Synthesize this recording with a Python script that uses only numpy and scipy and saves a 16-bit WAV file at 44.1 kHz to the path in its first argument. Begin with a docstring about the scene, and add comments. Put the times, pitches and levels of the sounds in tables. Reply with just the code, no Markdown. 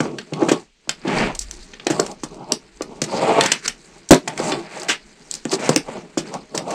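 """A thud and a clack, then small wheels rumbling: a toy skateboard is rolled, popped and dropped on a
hollow plastic table in a small room, close to a hand-held camera. Ragged pushes ring decaying sines in
axles, deck and table; random surface bumps drive the rolling drum, buzz, scrape and rattle. Behind lie
short reflections, room air and low handling rumble; the hardest hits overload the recorder."""
import sys
import numpy as np
from scipy import signal
from scipy.fft import rfft, irfft, next_fast_len
from scipy.io import wavfile
from scipy.ndimage import uniform_filter1d

SR = 44100
rng = np.random.default_rng(int(sys.argv[2]) if len(sys.argv) > 2 else 0)


def to_wav(s):
    """Save 16-bit WAV."""
    ch = np.atleast_2d(s).T  # columns
    pcm = np.round(np.clip(ch, -1, 1) * 32767)  # PCM
    wavfile.write(sys.argv[1], SR, pcm.astype(np.int16))


N = 297542

# Deck and axles strike, or skid when the contact is long:
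# start_s, axle_tick_peak_db, deck_knock_peak_db, knock_pitch_hz (strongest), contact_ms
CLACKS = [(0.0044, -21, -33, 1500, 2.5), (0.184, -29, -19.5, 3000, 2.4), (0.3343, -28, -21, 2730, 1.5),
          (0.4874, -17, -18, 1940, 0.62), (0.4899, -17, -12.5, 1960, 3.6), (0.514, -13.5, -17.5, 2640, 4.7),
          (0.8922, -9, -11, 2560, 1.38), (1.078, -44, -22.5, 2700, 1.5), (1.3487, -19, -32, 2730, 2.5),
          (1.391, -9.5, -49, 2700, 1.08), (1.408, -22.5, -37, 2700, 6.6), (1.511, -15.5, -27.5, 2670, 0.52),
          (1.734, -62, -30, 2470, 3.3), (1.7968, -55, -26.5, 2470, 1.65), (1.868, -10, -11, 2205, 1.2),
          (1.899, -18, -19, 1650, 5.8), (1.998, -6.5, -36, 1560, 1.3), (2.063, -20.5, -28, 1825, 1.7),
          (2.114, -28, -45, 3200, 1.3), (2.2342, -21.5, -33, 2300, 3), (2.344, -31.5, -43, 2500, 0.57),
          (2.5204, -1.5, -16, 3280, 0.83), (2.82, -16, -29, 1550, 1.56), (3.017, -8, -13, 2990, 1.65),
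          (3.0374, -18, -28.5, 1750, 3.5), (3.409, -3.5, 0.5, 2510, 1.02), (3.4356, -12, -24, 2500, 1.5),
          (3.4587, -9.5, -12.5, 1760, 2.3), (3.5172, -3, -5, 2580, 2.2), (3.6773, -6.5, -12.5, 2070, 2.47),
          (4.089, -17.5, -42, 2220, 1.9), (4.1101, 18.5, -15, 1700, 0.27), (4.133, -14, -7, 1490, 0.8),
          (4.1443, -6.5, -32, 2000, 0.9), (4.2761, -16.5, -19, 1660, 2.64), (4.376, -20.5, -18, 1400, 1.25),
          (4.519, -25, -14, 2390, 1.8), (4.7975, -23, -49, 2200, 1.7), (4.832, -18.5, -32, 2200, 0.85),
          (4.883, -12.5, -8.5, 1980, 11.3), (5.312, -9, -53.5, 2770, 0.54), (5.3398, -12, -29, 2820, 0.62),
          (5.35, -17, -53, 2800, 1.9), (5.4533, -15, -19, 1870, 0.14), (5.514, -14.5, -20, 3300, 4.2),
          (5.691, -7.5, -24, 1520, 1.95), (5.7612, 5, -7.5, 1830, 0.41), (6.1738, -17, -24, 2477, 6.6),
          (6.339, -22.5, -29, 1840, 1.35), (6.548, -18.5, -52, 2300, 2.9),
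          (6.5761, -7.5, -17.5, 2550, 1.34), (6.704, -23.5, -29, 1610, 3.9)]
# Board or hand lands on the table top, or judders on it when the contact is long:
# start_s, peak_db, pitch_hz (strongest), contact_ms
THUDS = [(0.004, -4, 353, 0.64), (0.053, -17, 407, 2.4), (0.322, -17, 158, 2), (0.403, -21, 400, 4.8),
         (0.417, -6.5, 343, 5.2), (0.484, -9.5, 431, 2.2), (0.513, -3, 354, 3.1), (0.874, -31, 153, 1.2),
         (1.049, -18, 347, 2.7), (1.866, -9, 352, 2.3), (1.901, -9, 289, 3.5), (1.994, -6.5, 460, 2.2),
         (2.234, -15.5, 352, 0.86), (2.517, -15, 348, 2.12), (2.808, -15, 426, 1.46),
         (3.017, -12, 210, 2.2), (3.27, -12.5, 443, 11), (4.107, 12, 371, 1.24), (4.117, 5.5, 675, 2),
         (4.144, -11, 266, 3.7), (4.275, -16.5, 880, 2.4), (4.399, -9.5, 426, 1.25), (4.518, -17.5, 388, 4),
         (4.56, -28.5, 342.7, 20), (4.795, -34, 366, 14), (4.89, -20, 416, 3.4), (5.452, -13.5, 230, 2.2),
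         (5.526, -10.5, 383, 4.05), (5.692, 1, 295, 0.72), (5.758, -8, 290, 2.7), (6.172, -10.5, 324, 2.16),
         (6.544, -17, 433, 3.4)]
# Resonances of metal axles, wooden deck and hollow table: pitch_hz, level_db (relative), t60_s
AXLE_MODES = [(4845, 1.5, 0.0073), (6200, -0.5, 0.0065), (7840, -7.5, 0.0007)]
DECK_MODES = [(1570, -6, 0.027), (1945, 21, 0.0032), (2860, 19, 0.0024)]
TABLE_MODES = [(207, 1.5, 0.035), (253, 10, 0.022), (349.5, 4.5, 0.053), (413.5, 5, 0.058),
               (463.7, 8, 0.062), (541.6, 9, 0.078), (620.4, 9, 0.11), (686, 4, 0.11), (793, 20.5, 0.016),
               (901, -1.5, 0.12), (1099, -0.5, 0.18)]
# Stretches of rolling and sliding: start_s, end_s, change_db (start to end), then at mid-stretch
# low_drum_db, upper_drum_db, deck_buzz_db, scrape_db (wheels and skin)
ROLLS = [(0.01, 0.21, -22, -31, -42, -51, -56.5), (0.358, 0.55, -3, -30.5, -31.5, -47.5, -46.5),
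         (1.07, 1.284, 2.5, -22.5, -25.5, -26, -37.5), (1.382, 1.66, 15, -58, -74, -64, -55.5),
         (1.886, 2.106, 1.5, -32.5, -33, -45.5, -41.5), (2.313, 2.45, -0.5, -41, -43, -71, -77),
         (2.513, 2.526, -4.5, -33, -39, -48, -62), (2.81, 3.007, 7.5, -41.5, -49, -62, -62),
         (3.03, 3.204, 10.5, -33, -38.5, -42.5, -41.5), (3.134, 3.432, 4.5, -62, -18.5, -29.5, -40.5),
         (3.372, 3.559, -3.5, -36, -38.5, -29, -33.5), (3.662, 3.675, -10, -41, -59, -37, -39),
         (4.18, 4.334, 29, -42, -62, -61, -69), (4.388, 4.607, -4, -33, -29, -35.5, -35.5),
         (4.58, 4.93, 4, -66, -39.5, -42.5, -45.5), (5.323, 5.406, -5.5, -59, -59, -53, -41.5),
         (5.538, 5.588, -14.5, -32, -34.5, -42, -36), (5.597, 5.742, -0.5, -39, -30.5, -33, -33.5),
         (5.885, 6.07, -15, -40, -41, -47, -52.5), (6.18, 6.288, 12, -37.5, -50.5, -49.5, -54.5),
         (6.341, 6.405, -8.5, -38.5, -39, -51, -51), (6.564, 6.656, -15.5, -33.5, -40, -54, -54),
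         (6.674, 6.8, 3, -46, -24.5, -40, -41.5)]
# Swell at mid-stretch, one per layer in the order above: arch_db_per_s of stretch length
ROLL_ARCH = [24.8, 25, 35, 39.7]
# Bright layers follow a change of speed more than the low ones, one per layer: factor on change_db
ROLL_FOLLOWS = [0.43, 1.57, 1.4, 1.97]
# Background level between the stretches, with a brief dip after early hits: time_s, level_db
BACKGROUND = [(0, -59), (0.6, -45.5), (0.72, -74.5), (0.86, -60), (1.0, -50.5), (1.8, -51), (2.7, -55.5),
              (4, -52.5), (6.75, -53.5)]
# Share of the background in each of the four layers: level_db
BACKGROUND_SHARES = [-1, -8, -5.5, -4.5]
# Tone of room air and recorder hiss: freq_hz, level_db (relative)
HUSH_TONE = [(59, -26.5), (100, 4), (202, -42.5), (2730, -3.5), (7850, -16), (14000, -32)]
# The hand shifts on the camera body: time_s, level_db
GRIP_LEVELS = [(0, -64), (1.05, -60), (1.22, -38), (1.55, -40), (1.85, -57), (6.75, -60)]
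# Microphone tone: freq_hz, level_db
MIC_TONE = [(7500, 2.5), (10000, -11), (15000, -9.5)]

ROLL_RISE_DB_S, ROLL_FALL_DB_S = 497, 251  # wheels speed up and run out
ROOM_T60_S, ROOM_DB, ROOM_DAMP_HZ = 0.14, -9.5, 6640
HUSH_DB = -66
MIC_LOW_HZ, TOP_HZ = 136.5, 15800  # bass cut of the microphone, top cut of the recorder


def undb(db):
    """dB to gain."""
    return 10 ** (np.asarray(db) / 20)


def unit(x):
    """Scale to rms 1."""
    return x / np.sqrt(np.mean(x ** 2))


def band(x, lo_hz, hi_hz):
    """Band-pass."""
    return signal.sosfilt(signal.butter(2, [lo_hz, hi_hz], "band", fs=SR, output="sos"), x)


def colour(x, points):
    """Shape the tone by (freq_hz, level_db) points, joined along log frequency."""
    hz, db = np.transpose(points)
    size = next_fast_len(len(x))
    log_hz = np.log(np.arange(1, size // 2 + 2) * SR / size)
    gain = undb(np.interp(log_hz, np.log(hz), db))
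    return irfft(rfft(x, size) * gain, size)[:len(x)]


def walk(rate):
    """Wandering control signal: random levels held 1 / rate s and slewed, rms 1."""
    hold = int(SR / rate)
    steps = np.repeat(rng.standard_normal(N // hold + 1), hold)
    return unit(uniform_filter1d(steps, hold)[:N])


def board():
    """Every strike ticks in the metal axles and knocks in the wooden deck."""
    axle_hz = 6500  # where the ticks focus
    tick_events = [(s, tick_db, axle_hz, ms) for s, tick_db, _, _, ms in CLACKS]
    knock_events = [(s, knock_db, hz, ms) for s, _, knock_db, hz, ms in CLACKS]
    ticks = blows(tick_events, AXLE_MODES, focus_oct=3.7, crack_db=20.5, wide=1.42, bounce_db=-16)
    knocks = blows(knock_events, DECK_MODES, focus_oct=1.0, crack_db=-1.5, wide=1.596)
    return ticks + knocks


def landings():
    """Board or hand thuds on the table top, whose ring is shortened by a resting hand."""
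    return blows(THUDS, TABLE_MODES, focus_oct=0.65, crack_db=-3.5, wide=2.62,
                 chatter=0.073, held=0.42, bounce_db=-12.0)


def blows(events, modes, focus_oct, crack_db, wide, chatter=0, held=1, bounce_db=-11, bounce_s=0.0302):
    """Each blow is a short ragged push with three weaker bounces; its pitch decides which modes speak."""
    out = np.zeros(N + SR)
    mode_hz = np.array(modes)[:, :1]
    t = np.arange(SR // 10) / SR
    for start_s, peak_db, pitch_hz, contact_ms in events:
        level_chance, tune_chance = rng.standard_normal((2, len(mode_hz), 1))
        rag = rng.standard_normal(len(t))
        # the contact springs back and forth at the strongest pitch, more evenly the longer it lasts
        rag = rag + chatter * contact_ms * np.sin(2 * np.pi * pitch_hz * t)

        late = np.array([0, 1, 1, 1])[:, None] * rng.random((4, 1))  # the blow, then its bounces
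        age = np.maximum(t - bounce_s * late, 0) / (max(contact_ms, .2) / 1000)
        strength = undb(bounce_db * (np.sign(late) + late))  # later bounces are weaker
        push = rag * np.sum(strength * age * np.exp(-age), axis=0)

        focus = np.exp(-(np.log2(mode_hz / pitch_hz) / focus_oct) ** 2)
        gains = focus * undb(2 * level_chance)
        body = signal.fftconvolve(push, ring(modes, gains, 1 + 0.017 * tune_chance, held))
        body /= np.abs(body).max()

        # direct contact noise around the pitch, on top of the ringing body
        crack = band(push, pitch_hz / wide, min(pitch_hz * wide, 18000))
        body[:len(crack)] += undb(crack_db) * crack / np.abs(crack).max()
        at = int(start_s * SR)
        out[at:at + len(body)] += undb(peak_db) * body / np.abs(body).max()
    return out[:N]


def ring(modes, gains, detune=1, held=1):
    """Response of an object to one tap: decaying sines; a hand resting on it shortens the ring."""
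    hz, db, t60 = np.array(modes).T[:, :, None]
    t = np.arange(SR // 5) / SR
    tones = np.sin(2 * np.pi * hz * detune * t)
    decay = 1000. ** (-t / (held * t60))
    return np.sum(gains * undb(db) * tones * decay, axis=0)


def rolling():
    """Small hard wheels stumble over the surface: the table drums, the deck buzzes, the contact hisses."""
    low_db, upper_db, deck_db, scrape_db = roll_levels()
    bumps, judder = grit(per_s=6000, spread_db=0.3), walk(50)

    # as the wheels travel over the top, each mode of the table swells and fades on its own
    drum = []
    for mode in TABLE_MODES:
        tone = signal.fftconvolve(bumps, ring([mode], 1))[:N]
        drum.append(tone * undb(2.8 * walk(18)))
    low, upper = unit(sum(drum[:4])), unit(sum(drum[4:]))
    deck = unit(band(bumps, 1310, 2520))

    # the contact patch keeps changing, so the hiss around each axle resonance flares on its own
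    grains = grit(per_s=6500, spread_db=2.0)
    scrape = unit(sum(band(grains, hz / 1.2, hz * 1.15) * undb(2.2 * walk(25))
                      for hz, _, _ in AXLE_MODES))
    # loose wheels rattle on their axles now and then
    rattle = unit(sum(signal.fftconvolve(grit(per_s=30, spread_db=4.0), ring([mode], 1))[:N]
                      for mode in AXLE_MODES))

    drumming = low * undb(low_db + 0.72 * judder) + upper * undb(upper_db + 2.4 * judder)
    buzz = deck * undb(deck_db + 0.8 * judder)
    hiss = (scrape + undb(-7.5) * rattle) * undb(scrape_db + 1.73 * walk(71))
    return drumming + buzz + hiss


def roll_levels():
    """Level in dB of the four rolling layers: each stretch rises, drifts and falls over the background."""
    t = np.arange(N) / SR
    follows, arch, shares = (np.array(x)[:, None] for x in (ROLL_FOLLOWS, ROLL_ARCH, BACKGROUND_SHARES))
    background_db = np.interp(t, *np.transpose(BACKGROUND)) + shares
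    power = undb(2 * background_db)  # doubled dB turns gain into power
    for start, end, change_db, *layers_db in ROLLS:
        near = slice(max(int((start - .3) * SR), 0), int((end + .3) * SR))
        done = np.clip((t[near] - start) / (end - start), 0, 1) - .5  # 0 at mid-stretch
        drift = change_db * follows * done
        swell = -arch * (end - start) * (2 * done) ** 2
        before, after = np.maximum(start - t[near], 0), np.maximum(t[near] - end, 0)
        edges = ROLL_RISE_DB_S * before + ROLL_FALL_DB_S * after
        power[:, near] += undb(2 * (drift + swell - edges + np.array(layers_db)[:, None]))
    return 10 * np.log10(power)


def grit(per_s, spread_db):
    """Bumps of the pebbled surface: random ticks of very uneven size."""
    hits = rng.random(N) < per_s / SR
    size = undb(spread_db * np.minimum(rng.exponential(size=N), 4))
    return hits * rng.standard_normal(N) * size


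def room(x):
    """Dense decaying reflections, made of noise; the treble dies sooner."""
    t = np.arange(SR // 2) / SR
    noise = rng.standard_normal(len(t)) * np.minimum(t / 0.0039, 1)  # builds up over 3.9 ms
    low = band(noise, 77, ROOM_DAMP_HZ) * 1000. ** (-t / ROOM_T60_S)
    high = band(noise, ROOM_DAMP_HZ, 12000) * 1000. ** (-t / (0.86 * ROOM_T60_S))
    tail = low + high
    return signal.fftconvolve(x, tail / np.sqrt(np.sum(tail ** 2)))[:N] * undb(ROOM_DB)


def hush():
    """Room air and recorder hiss: steady coloured noise."""
    return unit(colour(rng.standard_normal(N), HUSH_TONE)) * undb(HUSH_DB)


def grip():
    """Low rumble conducted through the camera body: noise whose level follows the hand and wavers."""
    s, db = np.transpose(GRIP_LEVELS)
    rumble = band(band(rng.standard_normal(N), 12, 55), 12, 55)  # twice, for steeper edges
    return unit(rumble) * undb(np.interp(np.arange(N) / SR, s, db) + 4.0 * walk(8))


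def scene():
    """Blows with their room, rolling and hush reach the microphone; handling joins inside the camera."""
    hits = board() + landings()
    air = colour(hits + room(hits) + rolling() + hush(), MIC_TONE)
    # the microphone port cuts airborne bass; handling reaches the capsule through the body
    air = signal.sosfilt(signal.butter(6, MIC_LOW_HZ, "high", fs=SR, output="sos"), air)
    return (air + grip())[None]


def record(dry):
    """Hard overload at full scale, then a steep top cut."""
    return signal.sosfilt(signal.ellip(8, .2, 70, TOP_HZ, fs=SR, output="sos"), np.clip(dry, -1, 1))


dry = scene()
out = record(dry)
to_wav(out)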